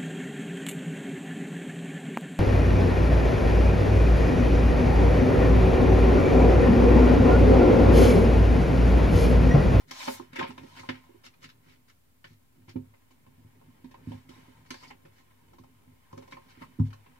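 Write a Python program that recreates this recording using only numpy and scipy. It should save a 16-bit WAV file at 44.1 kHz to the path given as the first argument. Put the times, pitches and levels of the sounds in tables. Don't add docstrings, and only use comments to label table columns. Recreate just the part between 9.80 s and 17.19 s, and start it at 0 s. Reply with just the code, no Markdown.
import sys
import numpy as np
from scipy import signal
from scipy.fft import rfft, irfft
from scipy.io import wavfile
from scipy.ndimage import uniform_filter1d

SR = 44100
rng = np.random.default_rng(int(sys.argv[2]) if len(sys.argv) > 2 else 0)


def inscribe(sig):
    pcm = np.round(np.clip(np.atleast_2d(sig).T, -1, 1) * 32767)
    wavfile.write(sys.argv[1], SR, pcm.astype(np.int16))


def level_to_linear(level):
    exponent = np.asarray(level, float) / 20
    return 10 ** exponent


N = 325899

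# (time [s], level [dB],
# hollow part against that level [dB], sheen against that level [dB])
SNAPS = [(0.1094, -35.5, -6.5, 1.5), (0.2761, -31, 1, -2), (0.3978, -57, 19, -18), (0.5295, -45.5, -14, -2),
         (0.5575, -41.5, 0.5, 7), (0.5895, -29, -6.5, -10), (0.6257, -28.5, -9, -34),
         (0.7035, -49.5, 10.5, 1.5), (0.7775, -45, 4.5, -6), (0.8325, -50, -3, -4.5),
         (0.9938, -49.5, -1, 4), (1.0333, -64, 21.5, -15), (1.0897, -21.5, -6.5, -13),
         (1.4388, -46.5, -10, -7), (1.464, -45, -13.5, -9), (1.641, -41.5, -38, -3.5),
         (2.4428, -38, -46, -12), (2.8816, -58, 2, -12), (2.959, -52.5, 7.5, -11),
         (3.1379, -58.5, 2.5, -37), (3.3067, -57.5, 1, 3), (3.464, -58.5, 3.5, -22),
         (3.8134, -71.5, 19.5, -11), (4.044, -57.5, -1, -2), (4.111, -54.5, -4, -3.5),
         (4.142, -49.5, 5, -26), (4.3179, -48, 5, -36), (4.49, -51.5, -20, 2), (4.905, -35, -11, -1),
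         (4.9414, -43.5, 0, 0.5), (5.1066, -53, 4, -24), (5.252, -51, -5, -7), (5.7329, -61.5, 12.5, 4.5),
         (5.7837, -59, 10.5, 3.5), (5.8365, -61, 12.5, 2.5), (6.3285, -63.5, 16, 2), (6.3765, -52, 9, -1),
         (6.4224, -54.5, 6.5, 2), (6.477, -59.5, 7.5, 0), (6.5224, -42.5, 0.5, -10),
         (6.5679, -50, 7.5, -23), (6.819, -42, -1.5, -12.5), (6.9952, -56, 14, 1), (7.1046, -52.5, -10, -6),
         (7.1305, -55, 7, 4.5), (7.2612, -51.5, -1, -21)]
DEEP_BELOW_HZ = 190


def rms_one(x):
    return x / np.sqrt(np.mean(x ** 2) + 1e-20)


def at_hz(points, hz):
    table_hz, values = np.transpose(points)
    return np.interp(np.log(np.maximum(hz, 1)), np.log(table_hz), values)


def in_time(rows):
    s, *columns = np.transpose(rows)
    return [np.interp(np.arange(N) / SR, s, column) for column in columns]


def drift(rate_hz):
    r = np.exp(-2 * np.pi * rate_hz / SR)
    noise = rng.standard_normal(N + SR)
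    settled = signal.lfilter([1], [1, -2 * r, r * r], noise)[SR:]
    return rms_one(settled)


def swell_at(middle_s, length_s):
    return np.hanning(round(length_s * SR)), round((middle_s - length_s / 2) * SR)


def coloured(x, spectrum):
    size = 4096
    cepstrum = irfft(np.log(level_to_linear(at_hz(spectrum, np.fft.rfftfreq(size, 1 / SR)))))
    cepstrum[1:size // 2] *= 2
    cepstrum[size // 2 + 1:] = 0
    pulse = irfft(np.exp(rfft(cepstrum)))
    return signal.fftconvolve(x, pulse / np.sqrt(np.sum(pulse ** 2)))[:N]


def ring(force, hz, t60_s):
    r, w = level_to_linear(-60 / (t60_s * SR)), 2 * np.pi * hz / SR
    return signal.lfilter([.5, 0, -.5], [1, -2 * r * np.cos(w), r * r], force + 1e-18)


def paper(slide_db):
    # (frequency [Hz], level [dB])
    dull_colour = [(350, -56), (600, -7.5), (821, -1.5), (1000, 2.5), (1170, -7.5), (2180, -3), (3470, -9),
                   (5450, -19.5), (9000, -13), (15600, -19.5), (22000, -120)]
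    hollow_colour = [(150, -27), (350, -9.5), (650, -8), (1000, 4), (1200, -5.5), (1500, -13), (4000, -53)]
    crisp_colour = [(600, -12), (1400, 0), (2300, 4.5), (5000, -10), (9000, -39)]
    sheen_colour = [(1470, -15.5), (2500, -3.5), (4040, 9.5), (4900, 4), (5600, 8), (7000, 1.5), (9000, -4),
                    (15500, -7)]
    crackle_db = 4.5
    envelopes = snap_envelopes() + brush_envelopes()
    crackle = level_to_linear(crackle_db * drift(250)) * rng.standard_normal((3, N))
    hollow, crisp, sheen = envelopes * crackle
    hollow_clicks, crisp_clicks = snap_clicks()

    dull = level_to_linear(slide_db) * fibres(400, grain_db=-6.5, clump_db=5.5)
    sheen_db = -8 + 0.8046 * (slide_db + 65)
    bright = level_to_linear(slide_db + sheen_db) * fibres(2900, grain_db=-26.0, clump_db=1.5)

    sound = coloured(dull, dull_colour) + coloured(bright + sheen, sheen_colour)
    sound += coloured(hollow + hollow_clicks, hollow_colour)
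    sound += coloured(crisp + crisp_clicks, crisp_colour)
    return sound + whisks() + pitched_paper()


def fibres(per_s, grain_db, clump_db):
    chance = per_s * level_to_linear(clump_db * drift(20)) / SR
    size = level_to_linear(5.6 * np.minimum(rng.exponential(1, N), 5))
    slips = (rng.random(N) < chance) * size * rng.choice([-1, 1], N)
    hiss = rng.standard_normal(N)
    return rms_one((hiss + level_to_linear(grain_db) * rms_one(slips)) * level_to_linear(0.64 * drift(66)))


def snap_envelopes():
    rise_s = 0.00066
    t60_s = np.array([[0.014], [0.028], [0.032]])
    out = np.zeros((3, N))
    for s, level_db, hollow_db, sheen_db in SNAPS:
        at = round(s * SR)
        t = np.arange(min(round(.1 * SR), N - at)) / SR
        rise = 1 - np.exp(-t / rise_s)
        part_db = level_db + np.array([[hollow_db], [0], [sheen_db]])
        out[:, at:at + len(t)] += rise * level_to_linear(part_db - 60 * t / t60_s)
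    return out


def snap_clicks():
    s, level_db, hollow_db, _ = np.transpose(SNAPS)
    clicks = np.zeros((2, N))
    clicks[:, np.round(s * SR).astype(int)] = level_to_linear([level_db + hollow_db + 17, level_db + 14])
    return clicks


def brush_envelopes():
    # (middle [s], level [dB], sheen against that level [dB], length [s])
    brushes = [(0.091, -62.5, 3, 0.06), (0.596, -46.5, -38, 0.19), (0.687, -50, -23, 0.077),
               (0.972, -50, -5.5, 0.06), (1.153, -56.5, -16, 0.13), (1.454, -57.5, 8, 0.052),
               (1.539, -62.5, -9, 0.028), (1.633, -61.5, 2, 0.083), (1.693, -58.5, 4, 0.026),
               (1.898, -66, -2, 0.21), (2.092, -64.5, 2.5, 0.051), (2.502, -72, 3, 0.14),
               (2.895, -58, -0.5, 0.06), (4.865, -63.5, -1, 0.02), (5.032, -59.5, 0, 0.086),
               (5.374, -69.5, 1, 0.13), (6.517, -57.5, 4.5, 0.021), (6.705, -61, 1, 0.072),
               (6.787, -64.5, -19, 0.23), (7.064, -69.5, 6.5, 0.051)]
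    out = np.zeros((3, N))
    for middle_s, level_db, sheen_db, length_s in brushes:
        swell, at = swell_at(middle_s, length_s)
        out[1:, at:at + len(swell)] += swell * level_to_linear(level_db + np.array([[0], [sheen_db]]))
    return out


def pitched_paper():
    # (middle [s], level [dB], pitch [Hz], length of the swell [s])
    pitched = [(0.281, -32, 913, 0.026), (0.214, -43, 2250, 0.064), (0.563, -35, 2150, 0.022),
               (0.613, -32, 946, 0.021), (0.642, -38, 960, 0.017), (5.036, -54.5, 980, 0.049),
               (5.043, -50, 2180, 0.028), (4.98, -58.5, 4750, 0.29), (5.083, -56.5, 4760, 0.05),
               (5.105, -47, 850, 0.012), (5.108, -48.5, 2000, 0.018), (6.328, -58, 5400, 0.01),
               (6.375, -58, 5650, 0.0088), (6.527, -44, 1970, 0.0086), (6.823, -49.5, 1070, 0.057),
               (7.131, -49.5, 1110, 0.013)]
    ring_cycles = 13
    out, noise = np.zeros(N), rng.standard_normal(N)
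    for middle_s, level_db, hz, length_s in pitched:
        swell, at = swell_at(middle_s, length_s)
        force = np.zeros(len(swell) + SR // 20)
        force[:len(swell)] = swell * noise[at:at + len(swell)]
        sound = ring(force, hz, ring_cycles / hz)
        gain = np.sqrt(np.sum(swell ** 2) / np.sum(sound ** 2))
        out[at:at + len(sound)] += level_to_linear(level_db) * gain * sound
    return out


def whisks():
    # (middle [s], level before the high-pass [dB], length [s])
    passes = [(0.292, -47.5, 0.32), (0.325, -38.5, 0.12), (0.567, -52, 0.022), (0.588, -47, 0.014),
              (0.684, -50.5, 0.052), (6.828, -55, 0.08)]
    level = np.zeros(N)
    for middle_s, level_db, length_s in passes:
        swell, at = swell_at(middle_s, length_s)
        level[at:at + len(swell)] += swell * level_to_linear(level_db)
    thin = signal.butter(2, 7000, "high", fs=SR, output="sos")
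    return signal.sosfilt(thin, level * rng.standard_normal(N))


def table(weight_db, sheet):
    # (frequency [Hz], t60 [s], left gain [dB], right gain [dB], sign at the right port [+1 or -1])
    modes = [(42.8, 0.52, -21.5, -22.5, 1), (65.4, 0.43, -18, -18, 1), (104.1, 0.25, 2, 0.5, 1),
             (138.6, 0.27, -12, -10, 1), (146.7, 0.16, -0.5, -2, 1), (190, 0.037, -1.5, 1, 1),
             (224.5, 0.21, -12.5, -7, 1), (255, 0.19, -3, 4.5, 1), (350, 0.13, -31.5, -3, 1),
             (394.5, 0.17, -53, -9, 1), (409.4, 0.087, -10, -16, 1), (541.3, 0.16, -4, -2, -1),
             (910, 0.18, -23.5, -39, 1), (1056, 0.091, -17.5, -14, 1), (1294, 0.014, 1, -11.5, -1),
             (2183, 0.017, -10, -7.5, 1), (3008, 0.028, -50, -6.5, 1), (4980, 0.02, -29.5, -8.5, 1)]
    weight_deep_db = 3
    lift_from_s, lift_db, sway_below_hz = 2.6, 9.5, 80
    sway_db = lift_db * (np.arange(N) > lift_from_s * SR)

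    lumps = rng.standard_normal((2, N)) * level_to_linear(weight_db - 34.5 + 3.36 * drift(14.0))
    lumps = signal.sosfilt(signal.butter(2, 420, fs=SR, output="sos"), lumps)
    sheet = signal.sosfilt(signal.butter(2, 330, "high", fs=SR, output="sos"), sheet)

    out = np.zeros((2, N))
    for k, (hz, t60_s, left_db, right_db, sign) in enumerate(modes):
        lump_db = (hz < DEEP_BELOW_HZ) * weight_deep_db + (hz < sway_below_hz) * sway_db
        force = thumps(hz) + lumps[k % 2] * level_to_linear(lump_db) + level_to_linear(-26.5) * sheet
        ports = np.array([[level_to_linear(left_db)], [sign * level_to_linear(right_db)]])
        out += ring(force, hz, t60_s) * (-1) ** k * ports
    return out


def thumps(hz):
    # (time [s], level [dB], deep modes against that level [dB], upper modes against that level [dB])
    blows = [(0.2761, -35.5, -23, 0), (0.395, -42, -27, 17), (0.53, -46, -30, -2), (0.585, -40, -19, 20),
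             (0.625, -28.5, -49, 1), (0.691, -36, -20, -5), (0.8341, -37, -33, 7), (1.001, -55, 4, -6),
             (1.087, -37.5, -3, -12), (1.291, -58.5, -17, 21.5), (1.344, -59, -12, 25.5),
             (1.644, -60, -21, 13), (1.863, -61, 6, 11), (2.446, -60.5, 3.5, 12.5), (2.506, -55, 3.5, 7),
             (2.779, -58, -9, 5), (2.879, -56, 5.5, 12.5), (2.941, -45, -8, 0), (2.956, -24.5, -7.5, 4),
             (3.467, -53.5, -1, -6), (3.578, -61, 11, 7), (3.645, -55, 8.5, 8.5), (3.881, -49.5, -4, -4),
             (4.042, -37, -9, 0.5), (4.271, -29, -3.5, -10), (4.308, -35, -15, -6), (4.336, -38, -2.5, -2),
             (4.491, -46.5, -10, 7), (4.562, -50, -36, 3), (4.683, -47.5, -27, -18), (5.25, -58.5, 5.5, 16),
             (5.796, -46.5, -1, 0), (6.074, -53.5, 2, -6), (6.3289, -50.5, 1.5, 7.5), (6.369, -44.5, -7, 5),
             (6.773, -46, -19, 3), (6.813, -41.5, -13, 3), (6.988, -30, -17, -6), (6.998, -19, 1, -11.5)]
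    upper_above_hz = 300
    force = np.zeros(N)
    for s, level_db, deep_db, upper_db in blows:
        contact_s = 0.003 + 0.0001 / (1 + level_to_linear(-29 - level_db))
        push, at = np.hanning(max(round(contact_s * SR), 8)), round(s * SR)
        share_db = (hz < DEEP_BELOW_HZ) * deep_db + (hz > upper_above_hz) * upper_db
        chance_db = 2.0 * rng.standard_normal()
        force[at:at + len(push)] += level_to_linear(level_db + share_db + chance_db) * push / push.sum()
    return force


def room(x, count):
    t60_s, wall_cut_hz = 0.12, 4700
    t = np.arange(round(.3 * SR)) / SR
    spot = np.repeat(rng.integers(0, count, N // 512 + 1), 512)[:N]
    walls = signal.butter(1, wall_cut_hz, fs=SR, output="sos")
    out = np.zeros((2, N))
    for k in range(count):
        tails = rng.standard_normal((2, len(t))) * level_to_linear(-60 * t / t60_s) * (t > .001)
        tails = signal.sosfilt(walls, tails)
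        tails /= np.sqrt(np.sum(tails ** 2, axis=1, keepdims=True))
        here = uniform_filter1d(1. * (spot == k), size=64)
        out += signal.oaconvolve(x[None] * here, tails, axes=1)[:, :N]
    return out


def still_room():
    # (frequency [Hz], relative level [dB]); then its overall level [dB]
    spectrum, level_db = [(15, -50), (25, -17), (48, -6), (102, -2), (195, -16.5), (249, -3), (301, -17),
                          (516, -20), (1020, -24.5), (1160, -24), (5880, -31.5), (14800, -28), (16000, -24)], -64.5
    # (frequency [Hz], left-right likeness [-1 to 1])
    likeness = [(60, 0.9), (240, 0.14), (950, -0.32), (3770, -0.12), (15000, 0.023)]
    hz = np.fft.rfftfreq(N, 1 / SR)
    alike = np.clip(at_hz(likeness, hz), -1, 1)
    mid, side = rfft(rng.standard_normal((2, N))) * level_to_linear(at_hz(spectrum, hz))
    pair = irfft(np.sqrt(1 + alike) * mid + np.sqrt(1 - alike) * side * [[1], [-1]], N)
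    return level_to_linear(level_db) * rms_one(pair)


def whine():
    # (frequency [Hz], level [dB], start [s])
    tones = [(9150, -88, 5.9), (12200, -90, 0), (7350, -92, 0)]
    t, out = np.arange(N) / SR, np.zeros(N)
    for hz, level_db, start_s in tones:
        phase = 2 * np.pi * np.cumsum(hz + 40 * drift(28)) / SR
        fade_in = np.clip((t - start_s) / 0.17, 0, 1)
        out += level_to_linear(level_db) * fade_in * np.sin(phase)
    return out


def scene():
    # (time [s], level [dB])
    slide = [(0.0, -59.5), (0.06, -80), (0.13, -51.5), (0.24, -46), (0.37, -52.5), (0.41, -58.5),
             (0.51, -69), (0.57, -68.5), (0.76, -62.5), (0.99, -56.5), (1.21, -65), (1.4, -70.5),
             (2.2, -81.5), (2.9, -77), (4.22, -68), (4.32, -58.5), (4.47, -70.5), (4.5, -59.5),
             (4.88, -68.5), (4.94, -61), (5.09, -62.5), (5.14, -70), (6.09, -72.5), (6.5, -65),
             (6.61, -65.5), (7.14, -68)]
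    # (time [s], relative level [dB])
    weight = [(0.0, -61), (0.15, -72), (0.74, -52.5), (1.48, -70.5), (1.65, -61.5), (2.45, -81), (3.0, -59),
              (3.17, -71), (4.15, -56.5), (5.16, -60.5), (5.43, -65), (5.76, -62), (6.38, -67.5),
              (6.5, -56), (6.62, -66), (6.83, -55.5), (6.96, -63), (7.25, -62)]
    port_lag_s, room_db = 0.001123, -6.5
    sheet = paper(*in_time(slide))
    late = np.interp(np.arange(N) - port_lag_s * SR, np.arange(N), sheet)
    direct = np.array([sheet * level_to_linear(-7.0), late * level_to_linear(-16.0)])
    table_ring = table(*in_time(weight), sheet)
    return direct + level_to_linear(room_db) * room(sheet, count=6) + table_ring + still_room() + whine()


def roll_off(x):
    return signal.sosfilt(signal.butter(12, 16370, fs=SR, output="sos"), x)


def record(dry):
    top_cut = signal.cheby2(12, 60, 16500, fs=SR, output="sos")
    bass_cut = signal.butter(2, 60, "high", fs=SR, output="sos")
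    offset = -0.0005
    mix = signal.sosfilt(bass_cut, signal.sosfilt(top_cut, dry)) + offset
    return roll_off(mix)


dry = scene()
out = record(dry)
inscribe(out)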